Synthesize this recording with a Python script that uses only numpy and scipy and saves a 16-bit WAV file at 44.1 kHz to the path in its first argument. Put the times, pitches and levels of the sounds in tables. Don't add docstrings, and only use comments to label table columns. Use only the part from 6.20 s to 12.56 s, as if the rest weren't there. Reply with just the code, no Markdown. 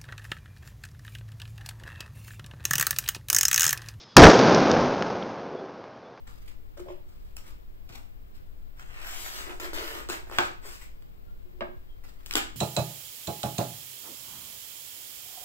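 import sys
import numpy as np
from scipy import signal
from scipy.fft import rfft, irfft, next_fast_len
from scipy.io import wavfile
from scipy.ndimage import uniform_filter1d, map_coordinates

SR = 44100
rng = np.random.default_rng(int(sys.argv[2]) if len(sys.argv) > 2 else 0)


def transcribe(u):
    v = np.clip(np.atleast_2d(u).T, -1, 1)
    q = np.round(v * 32767).astype(np.int16)
    wavfile.write(sys.argv[1], SR, q)


N = 280476

# (time [s], rasp [dB], fizz [dB])
LONG_SLICE = [(2.66, -62, -74), (2.77, -52.5, -66.5), (2.874, -46, -50.5), (3.06, -49, -46.5),
              (3.11, -52.5, -49), (3.19, -46.5, -48.5), (3.32, -55, -62), (3.385, -74, -69)]
# (start [s], rise [s], hold [s], rasp [dB], fizz [dB])
BLADE_PUSHES = [ (2.56, 0.043, 0.005, -53, -65), (3.396, 0.0069, 0.045, -43.5, -50),
                (3.529, 0.0056, 0.26, -43, -49), (3.886, 0.0079, 0.032, -40, -45.5),
                (4.07, 0.076, 0.12, -47, -57), (4.415, 0.044, 0.1, -56, -53.5),
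                (4.59, 0.03, 0.0036, -59, -59), ]
# (time [s], drone [dB])
TABLE_COUPLING = [(2.6, -40), (3.24, -4.5), (3.3, 9.5), (3.43, -2.5), (3.92, -3), (4.15, -2), (4.5, 3.5)]
# (time [s], level [dB], dull jolt against crack [dB], tilt [dB/octave])
SHARP_CLICKS = [ (0.075, -45, -14, 2), (0.595, -50, 5, -9), (1.1674, -26.5, -15.5, 7.5),
                (3.399, -29, -2, 2.5), (3.532, -33, 3.5, -1.5), (3.888, -28.5, -7, 1.5),
                (3.899, -21.5, -6.5, 0), (4.069, -52, -6, -10), (4.098, -38.5, 2, 7), (4.113, -36, -6.5, 4),
                (4.1854, -12, -18, 0), (4.823, -48, -22, 0), (5.4077, -44.5, -17, -1.5),
                (6.061, -27, -17, 4), (6.067, -34.5, -18, 2.5), (6.11, -18.5, -18, 4),
                (6.1278, -25, -17, 3), (6.137, -20, -17, 3), (6.1539, -17.5, -8, -5),
                (6.1546, -8.5, -12.5, 2), ]
# (start [s], rise [s], hold [s], crackle [dB], thump [dB])
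FINAL_TEAR = [(6.112, 0.0036, 0.032, -46.5, -58), (6.155, 0.004, 0.017, -31.5, -35)]
# (time [s], clack [dB], contact low-pass [Hz], ring [dB], centre of the struck modes [Hz])
TABLE_KNOCKS = [ (0.077, -38.5, 192, -82, 300), (0.571, -49, 1050, -33, 690), (0.578, -55, 600, -36, 400),
                (0.598, -41.5, 680, -28.5, 390), (0.659, -51, 650, -30, 620), (0.672, -52, 690, -26, 630),
                (0.685, -36.5, 770, -27, 585), (0.702, -36.5, 730, -27.5, 480), (1.699, -36, 149, -52, 350),
                (3.889, -37, 1110, -27, 380), (4.071, -45, 1220, -71.5, 500), (4.098, -44, 1510, -49, 610),
                (4.113, -37, 1100, -32, 520), (4.123, -36.5, 2020, -47, 900),
                (4.1855, -13, 3420, -23.5, 328), (4.2056, -27.5, 1900, -35, 275),
                (4.451, -42, 1230, -39, 475), (5.25, -68.5, 600, -47, 354), (5.336, -72.5, 600, -46.5, 346),
                (5.389, -54, 600, -41, 353), (5.4077, -28, 3080, -15.5, 690),
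                (5.4119, -40.5, 400, -32, 222), (5.415, -47, 2500, -20.5, 1650),
                (5.4225, -33, 2630, -23, 586), (5.482, -70, 600, -34.5, 350), ]
# (time [s], ring [dB], centre of the struck modes [Hz])
KNIFE_STRIKES = [(1.164, -38, 10500), (1.169, -47.5, 2594), (4.1859, -16.5, 900), (4.2046, -30.5, 1150)]
# (start [s], rise [s], hold [s], scuff [dB], block's body [dB])
FINGER_RUBS = [ (.069, 0.0018, 0.006, -58.5, -66), (.11, 0.061, 0.066, -68, -80),
               (.25, 0.027, .005, -64.5, -70), (.567, 0.0098, .02, -61, -82),
               (.68, 0.026, 0.0042, -67.5, -93), (.88, 0.005, 0.23, -71.5, -81),
               (1.166, 0.003, .012, -60, -65), (1.235, 0.027, 0.0095, -58.5, -65),
               (1.675, 0.062, 0.023, -56, -60), (2.12, 0.038, .005, -69, -90),
               (5.834, 0.0036, 0.0087, -58.5, -61.5), (5.88, 0.23, 0.18, -64.5, -74), ]
# (start [s], rise [s], hold [s], level [dB], centre [Hz])
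FOAM_SCRAPES = [(0.066, 0.0035, 0.0058, -61, 1340), (0.674, 0.011, .014, -62.5, 2470),
                (1.234, 0.024, .02, -68, 1700), (4.43, 0.0088, 0.068, -57.5, 1420),
                (4.601, 0.016, 0.013, -60, 1950)]
# (start [s], length [s], pitch [Hz], level [dB])
FINGER_SQUEAKS = [(5.07, 0.047, 1390, -70), (5.672, 0.093, 3180, -71)]

# (frequency [Hz], bandwidth [Hz], level [dB])
TABLE_MODES = [(226.4, 11, 6), (360.3, 12.9, 15), (407, 98, 8), (504, 11, -21), (579, 12, 0.5),
               (596, 26, 6), (654.6, 29, 6.5), (747, 39, -4), (1050, 39, -22), (1245, 44, -2),
               (1450, 110, -26), (1610, 17, -11.5), (1840, 100, -1.5)]
KNIFE_MODES = [(773, 17, -4.5), (890, 13, -3), (1040, 60, -3), (1063, 36, -3), (1232, 8, -10),
               (1266, 5, -5.5), (2570, 41, -10), (7300, 50, -2.5), (10100, 52, -5), (12450, 50, -9),
               (15200, 50, -4)]

# (frequency [Hz], level [dB])
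CRUSH_EQ = [(150, -20.5), (300, -7.5), (600, 0.5), (950, 2), (1350, 4.5), (2700, 0.5), (4100, -5.5),
            (6000, -8), (7800, -10), (9500, -16), (12000, -10.5), (15500, -12)]
THRUST_EQ = [(120, -39.5), (240, -10.5), (340, -5), (420, -5), (650, -14.5), (1500, -10.5), (4000, -17)]
CLICK_EQ = [(100, -47), (330, 7.5), (450, -18), (740, 2), (1300, 1.5), (2000, -3), (3100, 0), (4650, -3),
            (7800, -8.5), (10000, -15.5), (15500, -9)]
TEAR_EQ = [(100, -36), (330, 0), (450, -15), (740, 0.5), (1000, -0.5), (1300, 3.5), (2000, -4),
           (3100, -0.5), (4650, -9.5), (7800, -16), (10000, -12), (15500, -10)]
BODY_EQ = [(70, -9), (160, -7.5), (300, -1.5), (700, 2.5), (1500, 0), (4000, -38)]
CLACK_EQ = [(100, -7.5), (200, -21), (360, -9), (550, -6), (800, -5.5), (1080, -4.5), (1650, -6),
            (3300, -11), (4600, -11), (8000, -17), (15500, -55)]
SKIN_EQ = [(180, -17), (300, -8), (517, -28), (821, -15), (1240, -8.5), (5850, -18), (8010, -22),
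           (8840, -23), (15500, -19.5)]
HUSH_EQ = [(15, -3), (25, -7.5), (38, -21.5), (50, -8.5), (62, -20), (81, -22.5), (230, -36), (460, -41.5),
           (720, -47), (1450, -52), (4000, -56), (8000, -67.5), (9200, -68), (15500, -50)]
SIDE_EQ = [(100, 0), (400, 11), (1200, 8.5), (3000, 4), (7000, 2), (15000, 2.5)]
LEFT_PORT_EQ = [(3000, 0.5), (4200, -0.5), (4950, 1.5), (5900, -1.5), (7000, 3.5), (7950, 7.5), (8400, 6),
                (8750, -5.5), (9800, -5), (11000, 1), (15500, 0)]
RIGHT_PORT_EQ = [(3000, 0.5), (4300, -1.5), (4950, 0.5), (5900, -3), (7400, -6), (7950, -1.5), (8550, -17),
                 (9300, 2.5), (11000, -3.5), (13000, -0.5), (15500, -0.5)]

# (frequency [Hz], T60 [s])
ROOM_DECAY = [(150, 0.44), (400, 0.34), (1500, 0.37), (4000, 0.38), (8000, 0.33), (15000, 0.21)]

PUSH_FALL = dict(ease_db_per_s=17.5, fade_db_per_s=260)
RUB_FALL = dict(ease_db_per_s=36, fade_db_per_s=226)


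def cutting(crossover_hz=5000):
    clumps_db = 2.4 * wobble(260) + 0.7 * wobble(40)
    crush = cells(rate=6000, spread_db=2.5) * amp(clumps_db)
    grind = cells(rate=8700, spread_db=2.5) * amp(0.19 * clumps_db)
    force = curve(LONG_SLICE, column=1) + strokes(BLADE_PUSHES, **PUSH_FALL, column=3)
    speed = curve(LONG_SLICE, column=2) + strokes(BLADE_PUSHES, **PUSH_FALL, column=4)
    edge_share = lambda f: 1 / (1 + (f / crossover_hz) ** 4)
    rasp = force * unit(filtered(coloured(crush, CRUSH_EQ), lambda f: np.sqrt(edge_share(f))))
    fizz = speed * unit(filtered(coloured(grind, CRUSH_EQ), lambda f: np.sqrt(1 - edge_share(f))))
    drone = force * curve(TABLE_COUPLING) * unit(pressed_table(coloured(crush, THRUST_EQ)))
    crumbs = force * unit(coloured(cells(rate=170, spread_db=3.5), CRUSH_EQ))
    return amp(-5) * rasp + amp(0.97) * fizz + amp(-2.5) * drone + amp(-6) * crumbs


def pressed_table(x, damping=4):
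    def mode(f, hz, width):
        loss = 1j * f * width * damping
        return loss / (hz ** 2 - f ** 2 + loss)
    return filtered(x, lambda f: sum(amp(db) * mode(f, hz, width) for hz, width, db in TABLE_MODES))


def sharp_clicks(rise_s=0.0004, t60_s=0.0055):
    track, t = np.zeros(N), np.arange(SR // 10) / SR
    envelope = amp(-60 * t / t60_s) * (1 - np.exp(-t / rise_s))
    for s, db, jolt_db, tilt in SHARP_CLICKS:
        burst = rng.standard_normal(len(t)) * envelope
        tilted_eq = [(hz, level + tilt * np.log2(hz / 2000)) for hz, level in CLICK_EQ]
        crack = unit_energy(coloured(burst, tilted_eq))
        jolt = unit_energy(coloured(burst, BODY_EQ))
        add(track, s, amp(db + 13) * (crack + amp(jolt_db) * jolt))
    return track


def tearing(thump_hz=313, thump_q=2.3):
    crackle = unit(coloured(cells(rate=6000, spread_db=9), TEAR_EQ))
    resonance = lambda f: 1 / (1 + 1j * thump_q * (f / thump_hz - thump_hz / (f + 1)))
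    thump = unit(filtered(cells(rate=4300, spread_db=1), resonance))
    crackle *= strokes(FINAL_TEAR, ease_db_per_s=42, fade_db_per_s=798.5, column=3)
    thump *= strokes(FINAL_TEAR, ease_db_per_s=560, fade_db_per_s=798.5, column=4)
    return crackle + thump


def knocks(t60_s=0.033):
    clacks, rings, t = np.zeros(N), np.zeros(N), np.arange(SR // 8) / SR
    for s, clack_db, corner_hz, ring_db, centre_hz in TABLE_KNOCKS:
        force = (t == 0) + 0.099 * rng.standard_normal(len(t)) * amp(-60 * t / t60_s)
        hard = filtered(coloured(force, CLACK_EQ), lambda f: np.exp(-0.2j * np.sqrt(f)))
        soft = signal.sosfilt(signal.butter(3, corner_hz, fs=SR, output="sos"), hard)
        add(clacks, s, amp(clack_db + 17.5) * unit_energy(soft + amp(-31) * hard))
        add(rings, s, amp(ring_db) * ringing(TABLE_MODES, centre_hz, rise_s=0.0059))
    return clacks, rings


def knife():
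    track = np.zeros(N)
    for s, db, centre_hz in KNIFE_STRIKES:
        add(track, s, amp(db) * ringing(KNIFE_MODES, centre_hz, rise_s=0.0006))
    return track


def fingers():
    scuff = cells(rate=3400, spread_db=3.5) * amp(4.3 * wobble(120))
    slide = strokes(FINGER_RUBS, **RUB_FALL, column=3) * unit(coloured(scuff, SKIN_EQ))
    body = strokes(FINGER_RUBS, **RUB_FALL, column=4) * unit(coloured(scuff, BODY_EQ))
    return amp(2.5) * slide + body


def scrapes():
    grit, track = cells(rate=2500, spread_db=1.5), np.zeros(N)
    for scrape in FOAM_SCRAPES:
        peak = signal.iirpeak(scrape[4], Q=1.25, fs=SR)
        band = signal.lfilter(*peak, signal.lfilter(*peak, grit))
        track += strokes([scrape], **RUB_FALL, column=3) * unit(band)
    return track


def squeaks():
    t, track = np.arange(N) / SR, np.zeros(N)
    for s, length, hz, db in FINGER_SQUEAKS:
        phase = 2 * np.pi * np.cumsum(hz * (1 + 0.0068 * wobble(90))) / SR
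        envelope = np.sin(np.pi * np.clip((t - s) / length, 0, 1))
        track += amp(db) * envelope * np.sin(phase)
    return track


def in_room(x, lead_s, wet_db, build_s, scatter_db):
    left_first = lambda f: np.exp(1j * np.pi * f * lead_s * np.array([[1], [-1]]))
    direct = filtered(x, lambda f: left_first(f) / (1 + 1j * f / 9000))
    treble = filtered(x, lambda f: (1j * f / (2000 + 1j * f)) ** 2)
    far = drifting(x, lambda: walls(build_s), move_s=0.35)
    near = drifting(treble, scatter, move_s=0.07)
    return direct + amp(wet_db) * far + amp(scatter_db) * near


def scatter(t60_s=0.011):
    t = np.arange(SR // 80) / SR
    return unit_energy(rng.standard_normal((2, len(t))) * amp(-60 * t / t60_s))


def walls(build_s):
    hz, t, spectra = signal.stft(rng.standard_normal((2, SR // 3)), SR, nperseg=256)
    spectra *= amp(-60 * t / along(ROOM_DECAY, hz)[:, None])
    coherence = 1 / (1 + (hz[:, None] / 700) ** 2)
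    spread = np.arccos(coherence) / 2
    mid, side = spectra[0] * np.cos(spread), spectra[1] * np.sin(spread)
    tail = signal.istft(np.array([mid + side, mid - side]), SR, nperseg=256)[1]
    age = np.arange(tail.shape[1]) / SR
    tail *= 1 - np.exp(-(age / build_s) ** 2)
    return tail / np.linalg.norm(tail[0])


def room_tone(level_db=-42):
    air = np.array([unit(coloured(noise, HUSH_EQ, size=16384)) for noise in rng.standard_normal((2, N))])
    return amp([[level_db + 1.5], [level_db - 2.5]]) * air


def cells(rate, spread_db):
    bursts = rng.random(N) < rate / SR
    return bursts * rng.choice([-1, 1], N) * amp(spread_db * rng.standard_normal(N))


def ringing(modes, centre_hz, rise_s):
    t, ring = np.arange(SR // 3) / SR, 0
    for hz, width, db in modes:
        gain = amp(db - 20 * np.log2(hz / centre_hz) ** 2)
        ring += gain * np.sin(2 * np.pi * hz * t) * np.exp(-np.pi * width * t)
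    return ring / np.abs(ring).max() * (1 - np.exp(-t / rise_s))


def strokes(rows, ease_db_per_s, fade_db_per_s, column, swell_db=17):
    t, gain = np.arange(N) / SR, np.zeros(N)
    for row in rows:
        start, rise, hold = row[:3]
        past_peak = t - start - rise
        swell = swell_db * np.clip(past_peak / rise, -1, 0)
        fall = ease_db_per_s * np.maximum(past_peak, 0) + fade_db_per_s * np.maximum(past_peak - hold, 0)
        gain += (t >= start) * amp(row[column] + swell - fall)
    return uniform_filter1d(gain, size=128)


def curve(rows, column=1):
    columns = np.transpose(rows)
    return amp(np.interp(np.arange(N) / SR, columns[0], columns[column], left=-np.inf, right=-np.inf))


def drifting(x, reflections, move_s):
    hop = round(move_s * SR)
    fade = np.sin(np.pi * np.arange(2 * hop) / (2 * hop))
    padded, out = np.pad(x, (hop, 2 * hop)), np.zeros((2, N + 2 * SR))
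    for start in range(0, N + hop, hop):
        piece = padded[start:start + 2 * hop] * fade
        if np.abs(piece).max() > 1e-6:
            echo = signal.fftconvolve(piece[None], reflections(), axes=1)
            out[:, start:start + echo.shape[1]] += echo
    return out[:, hop:hop + N]


def wobble(rate):
    return map_coordinates(rng.standard_normal(int(N * rate / SR) + 4), [np.arange(N) * rate / SR])


def coloured(x, eq, size=2048):
    cepstrum = irfft(np.log(amp(along(eq, np.fft.rfftfreq(size, 1 / SR)))))
    cepstrum[1:size // 2] *= 2
    cepstrum[size // 2 + 1:] = 0
    return signal.fftconvolve(x, irfft(np.exp(rfft(cepstrum))))[:len(x)]


def filtered(x, response):
    size = x.shape[-1]
    padded = next_fast_len(size + 8192)
    return irfft(rfft(x, padded) * response(np.fft.rfftfreq(padded, 1 / SR)), padded)[..., :size]


def along(points, hz):
    freqs, values = np.transpose(points)
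    return np.interp(np.log(hz + 1), np.log(freqs + 1), values)


def add(track, s, sound):
    start = round(s * SR)
    track[start:start + len(sound)] += sound[:N - start]


def amp(db):
    return 10 ** (np.asarray(db) / 20)


def unit(x):
    return x / np.sqrt(np.mean(x ** 2) + 1e-20)


def unit_energy(x):
    return x / np.linalg.norm(x, axis=-1, keepdims=True)


def scene():
    clacks, table_rings = knocks()
    rings = table_rings + knife()
    friction = cutting() + fingers() + scrapes() + tearing() + squeaks()
    clicks = sharp_clicks()
    return (in_room(friction, lead_s=0.00009, wet_db=0, build_s=0.0015, scatter_db=3.5)
            + in_room(clacks, lead_s=0.0001, wet_db=-3, build_s=0.0013, scatter_db=-1)
            + in_room(clicks, lead_s=0.00011, wet_db=-5.5, build_s=0.007, scatter_db=-5)
            + in_room(rings, lead_s=0.00012, wet_db=-9.5, build_s=0.0072, scatter_db=2)
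            + room_tone())


def record(dry):
    ceiling, top_hz = 0.6, 15700
    mid = (dry[0] + dry[1]) / 2
    side = filtered((dry[0] - dry[1]) / 2, lambda f: amp(along(SIDE_EQ, f)))
    wide = np.array([mid + side, mid - side])
    ported = filtered(wide, lambda f: amp([along(LEFT_PORT_EQ, f), along(RIGHT_PORT_EQ, f)]))
    rounded = ported / (1 + (ported / ceiling) ** 4) ** (1 / 4)
    return filtered(rounded, lambda f: f < top_hz)


dry = scene()
out = record(dry)
transcribe(out)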